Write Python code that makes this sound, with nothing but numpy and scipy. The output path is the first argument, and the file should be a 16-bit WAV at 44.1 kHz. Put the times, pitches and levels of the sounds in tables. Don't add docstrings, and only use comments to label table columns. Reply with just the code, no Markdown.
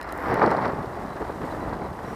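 import sys
import numpy as np
from scipy import signal
from scipy.fft import rfft, irfft, next_fast_len
from scipy.io import wavfile

SR = 44100
rng = np.random.default_rng(int(sys.argv[2]) if len(sys.argv) > 2 else 0)


def generate_wav(sig):
    pcm = np.round(np.clip(np.atleast_2d(sig).T, -1, 1) * 32767).astype(np.int16)
    wavfile.write(sys.argv[1], SR, pcm)


N = 94815
T = np.arange(N) / SR

# time_s, level_db
FLOW_LEVEL = [(0, -39), (.11, -34.5), (.15, -37.5), (.21, -33), (.32, -24.5), (.385, -24.5), (.43, -21),
              (.49, -21.5), (.53, -23), (.6, -26.5), (.655, -25), (.73, -32.5), (.88, -36), (1.01, -36),
              (1.13, -37), (1.22, -34), (1.38, -38), (1.5, -33.5), (1.57, -35), (1.71, -32.5),
              (1.78, -36.5), (1.86, -34.5), (1.94, -39), (2.09, -35), (2.15, -39.5)]
# freq_hz, density_db
RUSH_SPECTRUM = [(100, -28.5), (300, -5.5), (480, -3.5), (680, -2), (870, -1.5), (1150, -4), (1500, -9.5),
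                 (1950, -11), (2250, -20), (2650, -29.5), (3500, -35), (4600, -36.5), (5600, -37),
                 (6500, -58), (15000, -64)]
# time_s, gain_db
FACING_TREBLE = [(0, 3.5), (.3, 4), (.45, -3.5), (.66, -1), (.76, -2), (1.4, -2), (1.72, -2.5),
                 (1.92, -4.5), (2.15, 0)]
# time_s, level_db
BUFFET_LEVEL = [(0, -45.5), (.2, -43.5), (.33, -29.5), (.39, -31), (.46, -26.5), (.56, -33.5), (.68, -31.5),
                (.82, -42), (.89, -41), (1.05, -40.5), (1.15, -41), (1.39, -39.5), (1.45, -34.5),
                (1.5, -40), (1.68, -33.5), (1.78, -37.5), (1.85, -35), (1.92, -40.5), (2.15, -38)]
# freq_hz, density_db
BUFFET_SPECTRUM = [(40, -30), (90, -8), (160, -4), (320, -6), (480, -10.5), (900, -17), (2000, -40),
                   (5000, -70.5)]
# time_s, level_db
RUMBLE_LEVEL = [(0, -50), (.1, -44), (.22, -50.5), (.27, -38), (.34, -42), (.5, -48), (.7, -44),
                (.88, -46.5), (1.07, -42.5), (1.17, -46.5), (1.3, -43.5), (1.55, -47), (1.69, -36),
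                (1.78, -43), (1.9, -41.5), (1.97, -44), (2.15, -49)]
# freq_hz, density_db
RUMBLE_SPECTRUM = [(12, -33), (25, -33), (42, -3), (80, 0), (120, -10.5), (300, -39), (1000, -70)]
# time_s, level_db
HISS_LEVEL = [(0, -63), (.06, -63), (.11, -58), (.14, -62), (.25, -66), (.37, -58), (1, -57), (1.35, -56),
              (1.52, -54), (1.75, -58), (2, -57.5), (2.12, -54.5)]
# freq_hz, density_db
HISS_SPECTRUM = [(500, -11), (2500, 9.5), (3500, 5), (5400, 2), (6400, 1), (9000, 0.5), (10000, -2),
                 (15000, -4)]
# start_s, snap_peak_db, tilt_db_per_octave, ring_gain_db, knock_gain_db
GEAR_TICKS = [(0.0136, -23.5, -9.5, -13, -4), (0.0247, -43, -8, 11, -2), (0.0294, -31, 3, -1, -10),
              (0.044, -49, -6, 13, -6), (.077, -37, -7, -10, -3), (.0915, -30.5, -6, 0, -2),
              (.1205, -38, 1, -6, -8), (0.1246, -22, 0, -11, -13), (.1777, -27.5, 3, -16, 5),
              (0.3425, -24.5, 0, -8, -13), (0.513, -24, -12.5, -3, -2), (.516, -34, -5, -3, -7),
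              (1.515, -38, 1, -7, -10), (1.971, -40, -1, -12, -12)]
# pitch_hz, level_db, t60_s
GEAR_MODES = [(1886, -4, 0.024), (2800, -15, 0.014), (4100, -16, 0.028), (5100, -16.5, 0.023),
              (9440, -29, .011)]
# time_s, level_db
SWISH_LEVEL = [(.09, -83), (.14, -62), (.22, -58), (.3, -58), (.37, -70), (.45, -100)]
# freq_hz, density_db
SWISH_SPECTRUM = [(2000, -19), (7000, -1), (11000, -3), (13000, 0), (15500, -4)]
# time_s, level_db
RASP_LEVEL = [(.18, -82), (.3, -63), (.36, -56), (.425, -51), (.465, -50.5), (.488, -66), (.505, -49),
              (.528, -53.5), (.57, -55), (.61, -59), (.65, -48.5), (.69, -59), (.76, -64.5)]
# freq_hz, density_db
RASP_SPECTRUM = [(1500, -6), (2600, -8), (3400, -2.5), (4600, 0.5), (5200, -5), (5600, -8), (6500, -20),
                 (9000, -19), (15000, -41)]
# peak_s, level_db, centre_hz, half_width_s
EDDY_THUMPS = [(0.326, -26, 433, 0.018), (0.397, -23, 830, 0.0017), (0.419, -14.5, 750, 0.0043),
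               (.428, -18.5, 780, 0.0064), (0.441, -13.5, 574, 0.0085), (0.457, -20.5, 438, 0.011),
               (0.477, -22, 590, 0.0054), (0.523, -19.5, 750, 0.0068), (0.651, -27, 1040, 0.01),
               (0.699, -27.5, 697, 0.0048), (0.736, -27, 297, 0.0088), (.793, -30.5, 456, 0.0025),
               (0.802, -31, 133, 0.024), (0.844, -30, 282, 0.0076), (0.973, -30.5, 450, 0.0072),
               (1.054, -33, 153, 0.016), (1.086, -36, 654, 0.0035), (1.173, -32, 820, 0.0039),
               (1.22, -26.5, 290, 0.011), (1.301, -27.5, 595, 0.0067), (1.419, -26.5, 260, 0.0027),
               (1.441, -29, 258, 0.011), (1.54, -29.5, 288, 0.0052), (1.694, -35, 496, 0.012),
               (1.731, -27.5, 820, 0.0062), (1.816, -31, 553, 0.0056), (1.857, -30.5, 400, 0.005),
               (1.992, -31, 860, 0.0027)]
# start_s, level_db, decay_s
FABRIC_FLAPS = [(0.423, -40, 0.012), (0.457, -41, 0.01), (0.525, -40, .005), (.62, -42, .006),
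                (0.65, -45, 0.012), (0.692, -52, .005), (.843, -49, .005), (1.32, -58, .005),
                (1.69, -57, .005), (1.731, -46.5, 0.01), (1.989, -52, 0.0036)]
# freq_hz, density_db
FLAP_SPECTRUM = [(700, -16), (1800, -2), (2600, -9), (3500, -18), (4500, -6), (5600, -24), (9000, -36)]
# peak_s, level_db, half_width_s
THIN_SWELLS = [(.94, -67, .035), (1.115, -61, .033), (1.21, -64, .018), (1.29, -66, .03),
               (1.44, -63, 0.044), (1.515, -59, .015), (1.625, -62, 0.032), (1.735, -68, 0.029),
               (1.835, -63, 0.038), (1.97, -76, .025), (2.06, -64, .025)]
# peak_s, level_db, half_width_s
AIRY_SWELLS = [(2.1, -62, .06)]


def amp(db):
    return 10 ** (np.asarray(db) / 20)


def unit(x):
    return x / np.sqrt(np.mean(x ** 2) + 1e-20)


def curve(points):
    return np.interp(T, *np.transpose(points))


def shape(x, gain):
    size = next_fast_len(len(x) + 4096)
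    freq_hz = np.fft.rfftfreq(size, 1 / SR) + 1
    return irfft(rfft(x, size) * gain(freq_hz), size)[:len(x)]


def colour(x, spectrum):
    hz, db = np.transpose(spectrum)
    return unit(shape(x, lambda f: amp(np.interp(np.log(f), np.log(hz), db))))


def turbulence(spectrum, rough_db, rate_hz):
    noise = rng.standard_normal(N)
    wander = unit(shape(rng.standard_normal(N), lambda f: f / (f + 10) / (1 + (f / rate_hz) ** 2)))
    clumps = amp(rough_db * 2 * np.tanh(wander / 2))
    return colour(noise * clumps, spectrum)


def add(mix, start_s, sound):
    part = mix[max(round(start_s * SR), 0):][:len(sound)]
    part += sound[:len(part)]


def rush(gain_db=0.5, treble_hz=1210, calm_db=-41, treble_db_per_db=-0.15):
    flow_db = curve(FLOW_LEVEL)
    roar = turbulence(RUSH_SPECTRUM, rough_db=2.5, rate_hz=230)
    treble = shape(roar, lambda f: 1 / (1 + (treble_hz / f) ** 6))
    treble_gain = amp(treble_db_per_db * (flow_db - calm_db) + curve(FACING_TREBLE))
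    return (roar + treble * (treble_gain - 1)) * amp(flow_db + gain_db)


def buffeting(flutter_gain_db=1.5, rumble_gain_db=1):
    flutter = turbulence(BUFFET_SPECTRUM, rough_db=3.5, rate_hz=116) * amp(curve(BUFFET_LEVEL))
    rumble = turbulence(RUMBLE_SPECTRUM, rough_db=-1.5, rate_hz=23) * amp(curve(RUMBLE_LEVEL))
    return flutter * amp(flutter_gain_db) + rumble * amp(rumble_gain_db)


def hiss():
    return turbulence(HISS_SPECTRUM, rough_db=1, rate_hz=44) * amp(curve(HISS_LEVEL))


def gear_ticks(scrape_gain=0.45, scrape_t60_s=0.0054, knock_hz=364, knock_t60_s=0.01):
    out, t = np.zeros(N), np.arange(2048) / SR
    for start_s, peak_db, tilt_db_per_octave, ring_db, knock_db in GEAR_TICKS:
        impulse = t == 0
        scrape = scrape_gain * rng.uniform(-1.02, 1, len(t)) * amp(-60 * t / scrape_t60_s)
        snap = shape(impulse + scrape,
                     lambda f: amp(tilt_db_per_octave * np.log2(np.maximum(f, 1500) / 7000)))
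        ring = sum(amp(db - 60 * t / t60_s) * np.sin(2 * np.pi * hz * t) for hz, db, t60_s in GEAR_MODES)
        knock = amp(knock_db - 60 * t / knock_t60_s) * np.sin(2 * np.pi * knock_hz * t)
        add(out, start_s, amp(peak_db) * (snap / abs(snap).max() + amp(ring_db) * ring + knock))
    return out


def fabric_swish():
    return turbulence(SWISH_SPECTRUM, rough_db=0, rate_hz=71) * amp(curve(SWISH_LEVEL))


def gust_rasp():
    return turbulence(RASP_SPECTRUM, rough_db=11.5, rate_hz=120) * amp(curve(RASP_LEVEL))


def eddy_thumps(width_octaves=0.66, edge_db=-8):
    out, t = np.zeros(N), np.arange(-2048, 2048) / SR
    for peak_s, level_db, centre_hz, half_width_s in EDDY_THUMPS:
        window = np.exp(-(t / half_width_s) ** 2)
        noise = rng.standard_normal(len(t))
        body = unit(shape(noise, lambda f: np.exp(-0.5 * (np.log2(f / centre_hz) / width_octaves) ** 2)))
        edge = amp(edge_db) * colour(noise, RUSH_SPECTRUM)
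        puff = unit((body + edge) * window) * np.sqrt(np.mean(window ** 2))
        add(out, peak_s + t[0], amp(level_db) * puff)
    return out


def fabric_flaps(attack_s=0.0015):
    envelope = np.zeros(N)
    for start_s, level_db, decay_s in FABRIC_FLAPS:
        age_s = np.maximum(T - start_s, 0)
        envelope += amp(level_db) * np.minimum(age_s / attack_s, 1) * np.exp(-age_s / decay_s)
    return turbulence(FLAP_SPECTRUM, rough_db=3, rate_hz=320) * envelope


def whistle(swells, pitch_hz, width_hz):
    tone = unit(shape(rng.standard_normal(N), lambda f: 1 / (1 + ((f - pitch_hz) / width_hz) ** 2)))
    envelope = sum(amp(db) * np.exp(-((T - peak_s) / half_s) ** 2) for peak_s, db, half_s in swells)
    return tone * envelope


def scene():
    mix = rush() + buffeting() + hiss() + gear_ticks() + fabric_swish()
    mix += gust_rasp() + eddy_thumps() + fabric_flaps()
    mix += whistle(THIN_SWELLS, pitch_hz=3960, width_hz=35)
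    mix += whistle(AIRY_SWELLS, pitch_hz=5650, width_hz=170)
    return mix[None]


def record(dry):
    cutoff_hz = 15300
    lowpass = signal.firwin(255, cutoff_hz, window=("kaiser", 9), fs=SR)
    return signal.oaconvolve(dry, lowpass[None], "same")


dry = scene()
out = record(dry)
generate_wav(out)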